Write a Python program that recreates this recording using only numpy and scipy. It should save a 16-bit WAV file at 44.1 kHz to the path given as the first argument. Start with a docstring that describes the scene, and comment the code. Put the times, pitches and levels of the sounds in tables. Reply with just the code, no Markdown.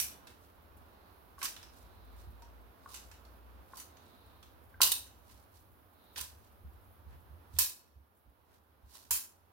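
"""In a narrow brick passage outdoors, a steel cartridge gun is pumped along a mortar joint.
About every 1.5 s the trigger is let go: the cartridge knocks hollowly (damped sines), the grip plate scrapes
back along the rod (uneven noise) and snaps home (resonant noise bursts), and the walls throw the snap back.
Between strokes come small ticks, faint crackles, a thin squeak and sleeve brushes (filtered noise), over
far traffic, hiss and wind (diffuse noise), low thumps and a distant engine (wavering sines)."""
import sys
import numpy as np
from scipy import signal
from scipy.fft import rfft, irfft
from scipy.io import wavfile

SR = 44100
rng = np.random.default_rng(int(sys.argv[2]) if len(sys.argv) > 2 else 0)


def persist_wave(psi):
    """Save psi, clipped to +-1, as 16-bit WAV."""
    counts = np.round(np.clip(psi, -1, 1) * 32767).astype(np.int16)
    wavfile.write(sys.argv[1], SR, np.atleast_2d(counts).T)


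N = 419832
TIME = np.arange(N) / SR
EVENT_SIZE = 2 ** 15   # samples in the buffer of one short event


def from_db(db):
    """Level law: decibels to amplitude gain."""
    return 10 ** (np.asarray(db) / 20)


def lean_right(db):
    """Level stereo: the left side loses and the right side gains this many decibels."""
    return from_db([[-db], [db]])


def rms_one(x):
    """Normalisation by mean power: scale to rms 1."""
    return x / np.sqrt(np.mean(x ** 2) + 1e-20)


def bins(size):
    """Fourier analysis: frequencies in Hz of a spectrum of this many samples, none below 1."""
    return np.maximum(np.arange(size // 2 + 1) * SR / size, 1)


def at_hz(points, hz):
    """Logarithmic pitch scale: read a table by straight lines over log frequency."""
    points = np.array(points)
    return np.interp(np.log(hz), np.log(points[:, 0]), points[:, 1])


def in_time(rows):
    """Linear interpolation: one curve over time for each column after the first."""
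    s, *columns = np.transpose(rows)
    return [np.interp(TIME, s, column) for column in columns]


def flicker(per_s, size):
    """Random modulation: straight lines between independent normal values, per_s of them a second."""
    steps = np.arange(size) * per_s / SR
    count = int(steps[-1]) + 2
    return np.interp(steps, np.arange(count), rng.standard_normal(count))


def coloured(gain, size, grain_db=0):
    """Linear filtering: stereo noise of uneven tiny impulses through a frequency response."""
    unevenness = from_db(grain_db * np.clip(rng.standard_normal(size), -2, 2))
    grains = rng.standard_normal((2, size)) * unevenness
    return irfft(rfft(rms_one(grains)) * gain, size)


def resonance(hz, centre_hz, width_hz, level_db):
    """Damped resonance: power that one mode adds to the broad response."""
    return (from_db(level_db) ** 2 - 1) / (1 + (2 * (hz - centre_hz) / width_hz) ** 2)


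def dying(t, t60):
    """Exponential decay: falls 60 dB in t60 seconds."""
    return from_db(-60 * t / t60)


def add(out, s, sound):
    """Superposition: mix a sound in at time s, cut to the length of the scene."""
    start = int(round(s * SR))
    first, last = max(start, 0), min(start + sound.shape[-1], N)
    out[:, first:last] += sound[:, first - start:last - start]


# Left-right likeness of the background. Each row: frequency in Hz, correlation from -1 to 1.
LIKENESS_BY_HZ = [(60, 0.61), (130, 0.55), (290, 0.65), (640, .09), (1400, -.15), (3100, 0.081)]


def air(spectrum, pan_db):
    """Diffuse field: noise whose two sides are mostly alike only in the bass; rms 1."""
    hz = bins(N)
    alike = np.clip(at_hz(LIKENESS_BY_HZ, hz), -1, 1)
    mid, side = rfft(rng.standard_normal((2, N))) * from_db(at_hz(spectrum, hz))
    # these weights give the two sides the tabled correlation
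    pair = irfft(np.sqrt(1 + alike) * mid + np.sqrt(1 - alike) * side * [[1], [-1]], N)
    return rms_one(pair * lean_right(pan_db))


# Colour of far traffic. Each row: frequency in Hz, gain in dB.
TRAFFIC_COLOUR = [(100, -9), (170, -2), (260, 1), (430, -2), (950, -1.5), (1400, -5), (2000, -13.5),
                  (3800, -18.5), (5500, -24.5), (7500, -32), (16000, -39)]
# Strength of far traffic. Each row: time in seconds, level in dB before the common gain.
TRAFFIC_LEVEL = [(0.0, -61.5), (0.4, -64.5), (3.98, -64.5), (5.67, -68.5), (7.48, -66.5), (7.95, -74.5),
                 (9.25, -71), (9.52, -72.5)]


def traffic(gain_db=3.0, waver_db=0.698):
    """Propagation loss: far traffic reaches the passage as a dull, slowly varying diffuse noise."""
    level_db, = in_time(TRAFFIC_LEVEL)
    level_db = level_db + gain_db + waver_db * flicker(22, N)
    return from_db(level_db) * air(TRAFFIC_COLOUR, pan_db=2.0)


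# Colour of the microphone's hiss. Each row: frequency in Hz, gain in dB.
HISS_COLOUR = [(3000, -24.5), (6500, -24), (8200, -19), (9200, -10), (10500, -4), (13000, -1),
               (15500, -1.5)]
# Hiss and crackles drop late on and stay low. Each row: time in seconds, change of level in dB.
LATE_LULL = [(7.6, 0), (7.85, -6.5)]


def hiss(level_db=-69.5, waver_db=1.03):
    """Self-noise: the microphone's own random noise, strongest in the high treble."""
    lull_db, = in_time(LATE_LULL)
    return from_db(level_db + lull_db + waver_db * flicker(14, N)) * air(HISS_COLOUR, pan_db=1.0)


# Colour of the wind. Each row: frequency in Hz, gain in dB.
WIND_COLOUR = [(20, -38), (33, -26.5), (45, -10.5), (62, -2), (75, 4), (97, -1), (130, -16.5), (200, -30),
               (500, -58.5)]
# Strength of the steady wind under the thumps. Each row: time in seconds, level in dB.
BREEZE_LEVEL = [(0, -62.5), (1.2, -67.5), (1.9, -61.5), (4.0, -65.5), (4.6, -60.5), (5.85, -66.5),
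                (6.6, -60), (7.6, -59), (7.85, -73), (9.52, -71)]


def wind(gust_db=2.0, gusts_per_s=9):
    """Turbulence: a low rumble whose level wavers at random in gusts."""
    breeze_db, = in_time(BREEZE_LEVEL)
    return from_db(breeze_db + gust_db * flicker(gusts_per_s, N)) * air(WIND_COLOUR, pan_db=0.6)


# A distant engine pulls up, eases off and runs on.
# Each row: time in seconds, mean pitch in Hz, rms level in dB before the common gain.
ENGINE_COURSE = [(0, 44.1, -77), (1.85, 55, -63), (2.15, 54.85, -51), (2.65, 56.96, -56), (2.84, 57.4, -76),
                 (2.96, 56.9, -59.5), (3.62, 62, -54), (3.8, 61.8, -80), (4.9, 63, -62), (5.6, 59.94, -69),
                 (5.9, 61, -87)]


def engine(gain_db=-2, waver_hz=1.2, spread_rad=0.65):
    """Frequency modulation: a wavering low tone whose phase wanders between the sides."""
    pitch_hz, level_db = in_time(ENGINE_COURSE)
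    phase = 2 * np.pi * np.cumsum(pitch_hz + waver_hz * flicker(4.8, N)) / SR
    sides = np.sin(phase + spread_rad * flicker(2.3, N) * [[1], [-1]])
    return from_db(level_db + gain_db) * np.sqrt(2) * sides


# Low thumps: puffs of wind on the microphone, and the gun jolting the wall at 7.54 and 9.1 s.
# Each row: start in seconds, peak level of the tone in dB before panning, mean pitch in Hz.
LOW_THUMPS = [(0.0, -56, 80), (.79, -55, 78), (1.82, -52, 61), (2.26, -45.5, 70.4), (3.59, -55, 69.5),
              (4.81, -53, 80.5), (6.2, -52, 76.6), (6.635, -43.5, 68), (7.055, -45.5, 73), (7.12, -47, 75),
              (7.295, -47.5, 77), (7.535, -42, 80.7), (7.955, -53, 72), (8.255, -57, 62), (8.83, -54.5, 68),
              (9.1, -50, 71)]


def thumps(rise_s=0.022, spread_rad=0.44, pan_db=1.5, waver_hz=6, rush_db=-11, rush_low_hz=55, rush_high_hz=130):
    """Pressure pulse: a few low cycles swell and die, a little out of step, with a dull rush around them."""
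    out, t, hz = np.zeros((2, N)), np.arange(EVENT_SIZE) / SR, bins(EVENT_SIZE)
    swell = t / rise_s * np.exp(1 - t / rise_s)   # peaks at 1 after rise_s
    rush_colour = 1 / (1 + (rush_low_hz / hz) ** 3) / (1 + (hz / rush_high_hz) ** 4)
    for s, db, pitch_hz in LOW_THUMPS:
        phase = 2 * np.pi * np.cumsum(pitch_hz + waver_hz * flicker(45, EVENT_SIZE)) / SR
        tone = np.sin(phase + spread_rad * rng.standard_normal() * np.array([[1], [-1]]))
        rush = from_db(rush_db) * rms_one(coloured(rush_colour, EVENT_SIZE))
        add(out, s, from_db(db) * swell * (tone + rush) * lean_right(pan_db))
    return out


# A sleeve brushes as the arm moves on. Each row: loudest moment in seconds, level there in dB.
SLEEVE_BRUSHES = [(7.14, -63.5), (8.54, -71), (8.96, -68)]


def sleeve(half_s=0.038, low_hz=220, high_hz=1300):
    """Soft friction: band-limited cloth noise that swells and fades with each move of the arm."""
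    hz = bins(N)
    cloth = rms_one(coloured(1 / (1 + (low_hz / hz) ** 2) / (1 + (hz / high_hz) ** 2), N))
    swells = sum(from_db(db) * np.exp(-((TIME - s) / half_s) ** 2) for s, db in SLEEVE_BRUSHES)
    return cloth * swells


def crackles(per_s=7, level_db=-69.5, t60=0.14, spread_db=2.5, low_hz=9000):
    """Poisson process: faint bright crackles of the loaded gun come at random and die quickly."""
    lull_db, = in_time(LATE_LULL)
    strength = from_db(spread_db * np.clip(rng.standard_normal(N), -2, 2))
    births = (rng.random(N) < per_s / SR) * strength
    # the tiny offset keeps the decay above vanishing numbers
    envelope = signal.lfilter([1], [1, -dying(1 / SR, t60)], births + 1e-18)
    grains = rms_one(coloured(1 / (1 + (low_hz / bins(N)) ** 4), N, grain_db=4))
    return from_db(level_db + lull_db) * envelope * grains


# A thin squeak while the paste is under pressure.
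# Each row: middle in seconds, half length (to 1/e) in seconds, level in dB, pitch in Hz.
PLUNGER_SQUEAKS = [(1.052, .2, -78, 4150), (2.053, 0.4, -75.5, 3980), (4.18, 0.31, -72, 3890),
                   (6.09, 0.13, -72.5, 3890)]


def squeaks(width_hz=420):
    """Friction-driven resonance: the plunger creeps down the tube and rubs one mode."""
    out, hz = np.zeros((2, N)), bins(EVENT_SIZE)
    t = (np.arange(EVENT_SIZE) - EVENT_SIZE / 2) / SR
    for s, half_s, db, pitch_hz in PLUNGER_SQUEAKS:
        mode = 1 / np.sqrt(1 + (2 * (hz - pitch_hz) / width_hz) ** 2)
        rubbing = rms_one(coloured(mode / (1 + (hz / 6000) ** 6), EVENT_SIZE))
        add(out, s + t[0], from_db(db) * np.exp(-(t / half_s) ** 2) * rubbing)
    return out


# Resonances of the steel frame. Each row: frequency in Hz, width in Hz, prominence in dB.
STEEL_FRAME = [(860, 43, 11), (1011, 78, 12.5), (1700, 560, 3), (2617, 80, 6.5), (2946, 63, 6.5),
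               (3850, 190, 3.5), (4300, 210, 4), (4704, 110, 4), (5370, 180, 5), (6050, 150, 7),
               (7400, 250, 3.5), (9020, 90, 2.5), (9200, 190, 5), (9860, 46, 6), (10050, 50, 5),
               (10700, 70, 6.5), (11700, 170, 5.5), (12120, 320, 5.5), (12950, 200, 5.5), (14000, 270, 8.5),
               (15000, 190, 6.5), (15380, 170, 7)]


def frame_modes(hz):
    """Modal superposition: added power of all the frame's modes."""
    return np.maximum(sum(resonance(hz, *mode) for mode in STEEL_FRAME), 0)


# Broad colour of the scrape. Each row: frequency in Hz, gain in dB.
SCRAPE_COLOUR = [(200, -10.5), (1000, -4.5), (2200, -9), (4000, 0.5), (7000, -3), (10000, -1.5),
                 (16000, -7)]
# Plate and spring sliding on the rod.
# Each row: fastest moment in seconds, build-up time in seconds, level in dB before flicker and panning.
ROD_SLIDES = [(.44, 0.046, -69.5), (1.41, 0.014, -56), (1.79, 0.055, -64), (2.20, 0.028, -66.5),
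              (2.935, 0.037, -52.5), (3.05, 0.016, -64), (3.775, 0.04, -58), (4.08, 0.072, -73),
              (5.32, 0.047, -63), (5.384, .01, -67.5), (5.555, 0.018, -64.5), (6.181, 0.0071, -42.5),
              (6.45, .04, -71), (7.11, 0.016, -74), (7.555, 0.019, -58), (8.54, .05, -72.5),
              (8.891, 0.015, -69), (8.953, 0.029, -52.5), (9.03, 0.0077, -59.5)]


def slides(fade_t60=0.36, pan_db=2.0):
    """Stick-slip friction: dense uneven slips of dry steel swell with speed and fade between the walls."""
    hz, power = bins(N), 0
    for s, build_s, db in ROD_SLIDES:
        build = np.exp(-np.clip((s - TIME) / build_s, 0, 20))
        fade = dying(np.clip(TIME - s, 0, 1), fade_t60)
        power = power + (from_db(db) * build * fade) ** 2
    colour = from_db(at_hz(SCRAPE_COLOUR, hz)) * np.sqrt(1 + .5 * frame_modes(hz))
    rubbing = rms_one(coloured(colour, N, grain_db=7.5))
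    return np.sqrt(power) * rubbing * from_db(3.0 * flicker(220, N)) * lean_right(pan_db)


def passage(t, walls_db, late_db, build_s=0.018, walls_t60=0.3, late_t60=0.6):
    """Reverberation: reflections pile up between the walls, then a faint late tail is left."""
    near = from_db(walls_db) * (1 - np.exp(-t / build_s)) * dying(t, walls_t60)
    return np.hypot(near, from_db(late_db) * dying(t, late_t60))


# The cartridge knocking in its cradle.
# Each row: start in seconds, level in dB before the common gain, pitch in Hz, 60 dB decay time in seconds.
CARTRIDGE_KNOCKS = [(1.382, -48.5, 1116, 0.034), (1.426, -40.5, 1100, 0.087), (2.424, -55.5, 938, 0.2),
                    (2.860, -42.5, 1110, 0.027), (3.735, -42.5, 1077, 0.024), (4.742, -55, 1560, 0.055),
                    (4.805, -24.5, 1030, 0.013), (7.586, -41.5, 984, 0.049), (9.108, -45.5, 952, 0.077)]


def knocks(upper_t60=0.037, width_hz=170, upper_ratio=1.3, upper_db=-10, gain_db=4.5):
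    """Free vibration: the hollow plastic tube rings briefly at two pitches, and the walls answer."""
    out, t, hz = np.zeros((2, N)), np.arange(EVENT_SIZE) / SR, bins(EVENT_SIZE)
    attack = 1 - np.exp(-t / 0.00031)
    walls = passage(t, walls_db=-12.0, late_db=-44.5)
    for s, db, pitch_hz, t60 in CARTRIDGE_KNOCKS:
        phase = 2 * np.pi * pitch_hz * t
        lower = np.sin(phase) * dying(t, t60)
        upper = from_db(upper_db) * np.sin(upper_ratio * phase) * dying(t, upper_t60)
        power = resonance(hz, pitch_hz, width_hz, 21) + resonance(hz, upper_ratio * pitch_hz, width_hz, 4)
        echoes = rms_one(coloured(np.sqrt(power) / (1 + (hz / 1700) ** 8), EVENT_SIZE))
        add(out, s, from_db(db + gain_db) * ((lower + upper) * attack + echoes * walls))
    return out


# The grip plate snaps along the rod; two resonances that differ from snap to snap colour crack and echoes.
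# Each row: start in seconds, level in dB, treble gain in dB, echo gain in dB, lower resonance in Hz,
# upper resonance in Hz, prominence of both in dB.
PLATE_SNAPS = [(-.002, -27, 5.5, -5, 2300, 5700, 9), (1.388, -53.5, 2, -2, 9000, 11500, 8),
               (1.415, -35, -19, -3.5, 1580, 2300, 14.5), (1.428, -28.5, -3.5, -3, 5750, 9050, 8.5),
               (1.445, -33.5, 0.5, -6.5, 5050, 7150, 9), (1.453, -28, -4.5, -16.5, 1570, 5070, 12),
               (2.942, -38, -6, -2, 6140, 7560, 10.5), (3.770, -46.5, 2.5, 1, 4730, 6100, 6),
               (3.798, -46.5, 1, -7.5, 6750, 8700, 11), (4.807, -33, -8, -3.5, 500, 4300, 7.5),
               (4.8153, -15.3, 2, -4, 2855, 4700, 10), (4.830, -23, 6.5, -10, 3775, 4096, 14),
               (4.917, -24, 3.5, -9, 3730, 9070, 14.5), (6.159, -36, -12.5, 0.5, 1605, 3280, 6.5),
               (6.191, -37, -8, -10, 3310, 8800, 12), (6.210, -34.5, 1.5, -9, 4970, 8700, 7),
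               (7.5864, -19.5, 5, -3.5, 4250, 7150, 6.5), (9.1076, -26.5, 7.5, -1, 2650, 7280, 10.5)]
# Lighter ticks as trigger and rod settle under load, each coloured by one resonance.
# Each row: start in seconds, level in dB, resonance in Hz.
SETTLING_TICKS = [(.115, -49.5, 3440), (.270, -44, 9040), (1.563, -42, 3500), (1.628, -44.5, 5200),
                  (2.42, -51, 5600), (3.113, -46, 7100), (3.249, -55.5, 4350), (3.968, -55, 6550),
                  (4.427, -49.5, 3300), (5.066, -52, 7420), (5.297, -54.5, 5000), (7.564, -48, 3480)]


def contacts(tick_treble_db=-12.5, tick_echo_db=-4.5, tick_peak_db=10.5):
    """Impact excitation: snaps and ticks alike as start, level, treble, echo, resonances, prominence."""
    hits = []
    for s, db, treble_db, echo_db, lower_hz, upper_hz, peak_db in PLATE_SNAPS:
        hits.append((s, db, treble_db, echo_db, [lower_hz, upper_hz], peak_db))
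    for s, db, centre_hz in SETTLING_TICKS:
        hits.append((s, db, tick_treble_db, tick_echo_db, [centre_hz], tick_peak_db))
    return hits


# Broad colour of steel on steel. Each row: frequency in Hz, gain in dB.
STEEL_COLOUR = [(120, -16.5), (350, -1), (650, -10), (900, -8.5), (1400, -0.5), (2200, -2.5), (3300, -1),
                (5500, -0.5), (8200, 0.5), (11000, 1), (16000, -3.5)]


def snaps(rise_s=0.0011, crack_t60=0.053, peak_width_hz=240, ring_db=-20, ring_t60=0.68, ring_growth=0.05,
          ripple_db=3.5, air_loss_db_per_s=25, direct_pan_db=2.5, walls_pan_db=0.3):
    """Impact and modal decay: short coloured steel chatter; echoes follow and the frame's modes ring on."""
    out, t, hz = np.zeros((2, N)), np.arange(EVENT_SIZE) / SR, bins(EVENT_SIZE)
    bass, treble = 1 / (1 + (hz / 2100) ** 4), 1 / (1 + (7000 / hz) ** 4)
    frame, attack = frame_modes(hz), 1 - np.exp(-t / rise_s)
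    walls = passage(t, walls_db=0, late_db=-33)
    ripple_hz = np.arange(256) * SR / 512
    for s, db, treble_db, echo_db, centres_hz, peak_db in contacts():
        # the many weak modes between the main ones are struck unevenly
        ripple = np.interp(hz, ripple_hz, np.minimum(rng.standard_normal(256), 1))
        # a harder contact is shorter and so thinner
        bass_db = -5.5 - 0.3 * (db + 30)
        broad_db = at_hz(STEEL_COLOUR, hz) + bass_db * bass + treble_db * treble + ripple_db * ripple
        broad = from_db(broad_db)
        peaks = sum(resonance(hz, centre_hz, peak_width_hz, peak_db) for centre_hz in centres_hz)
        colour = broad * np.sqrt(1 + np.maximum(frame + peaks, 0))

        chatter = from_db(0.81 * flicker(980, EVENT_SIZE))
        crack = coloured(colour, EVENT_SIZE, grain_db=0.63) * chatter * dying(t, crack_t60)

        # air and rough brick take the treble out of the echoes first
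        dull = coloured(colour * np.sqrt(1 - treble), EVENT_SIZE)
        bright = coloured(colour * np.sqrt(treble), EVENT_SIZE, grain_db=2.5)
        bright = bright * from_db(-air_loss_db_per_s * t)
        echoes = (dull + bright) * from_db(1.2 * flicker(345, EVENT_SIZE) + echo_db) * walls

        # only the sharp tops of the frame's modes last, the high ones weaker, a little more after hard snaps
        tops = broad * frame / np.sqrt(1 + frame) / (1 + (hz / 6000) ** 2)
        ring_gain = from_db(ring_db + ring_growth * (db + 25))
        ring = coloured(tops, EVENT_SIZE) * ring_gain * dying(t, ring_t60)

        sound = crack * lean_right(direct_pan_db) + (echoes + ring) * lean_right(walls_pan_db)
        add(out, s, from_db(db) * attack * sound)
    return out


def scene():
    """Superposition: the gun over the outdoor background."""
    background = traffic() + hiss() + wind() + engine() + thumps()
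    gun = crackles() + squeaks() + slides() + knocks() + snaps()
    return background + sleeve() + gun


def record(dry, cutoff_hz=15900):
    """Band limitation: a steep elliptic low-pass cuts the top."""
    low_pass = signal.ellip(12, .1, 80, cutoff_hz, fs=SR, output="sos")   # 0.1 dB ripple, 80 dB stop
    return signal.sosfilt(low_pass, dry)


dry = scene()
out = record(dry)
persist_wave(out)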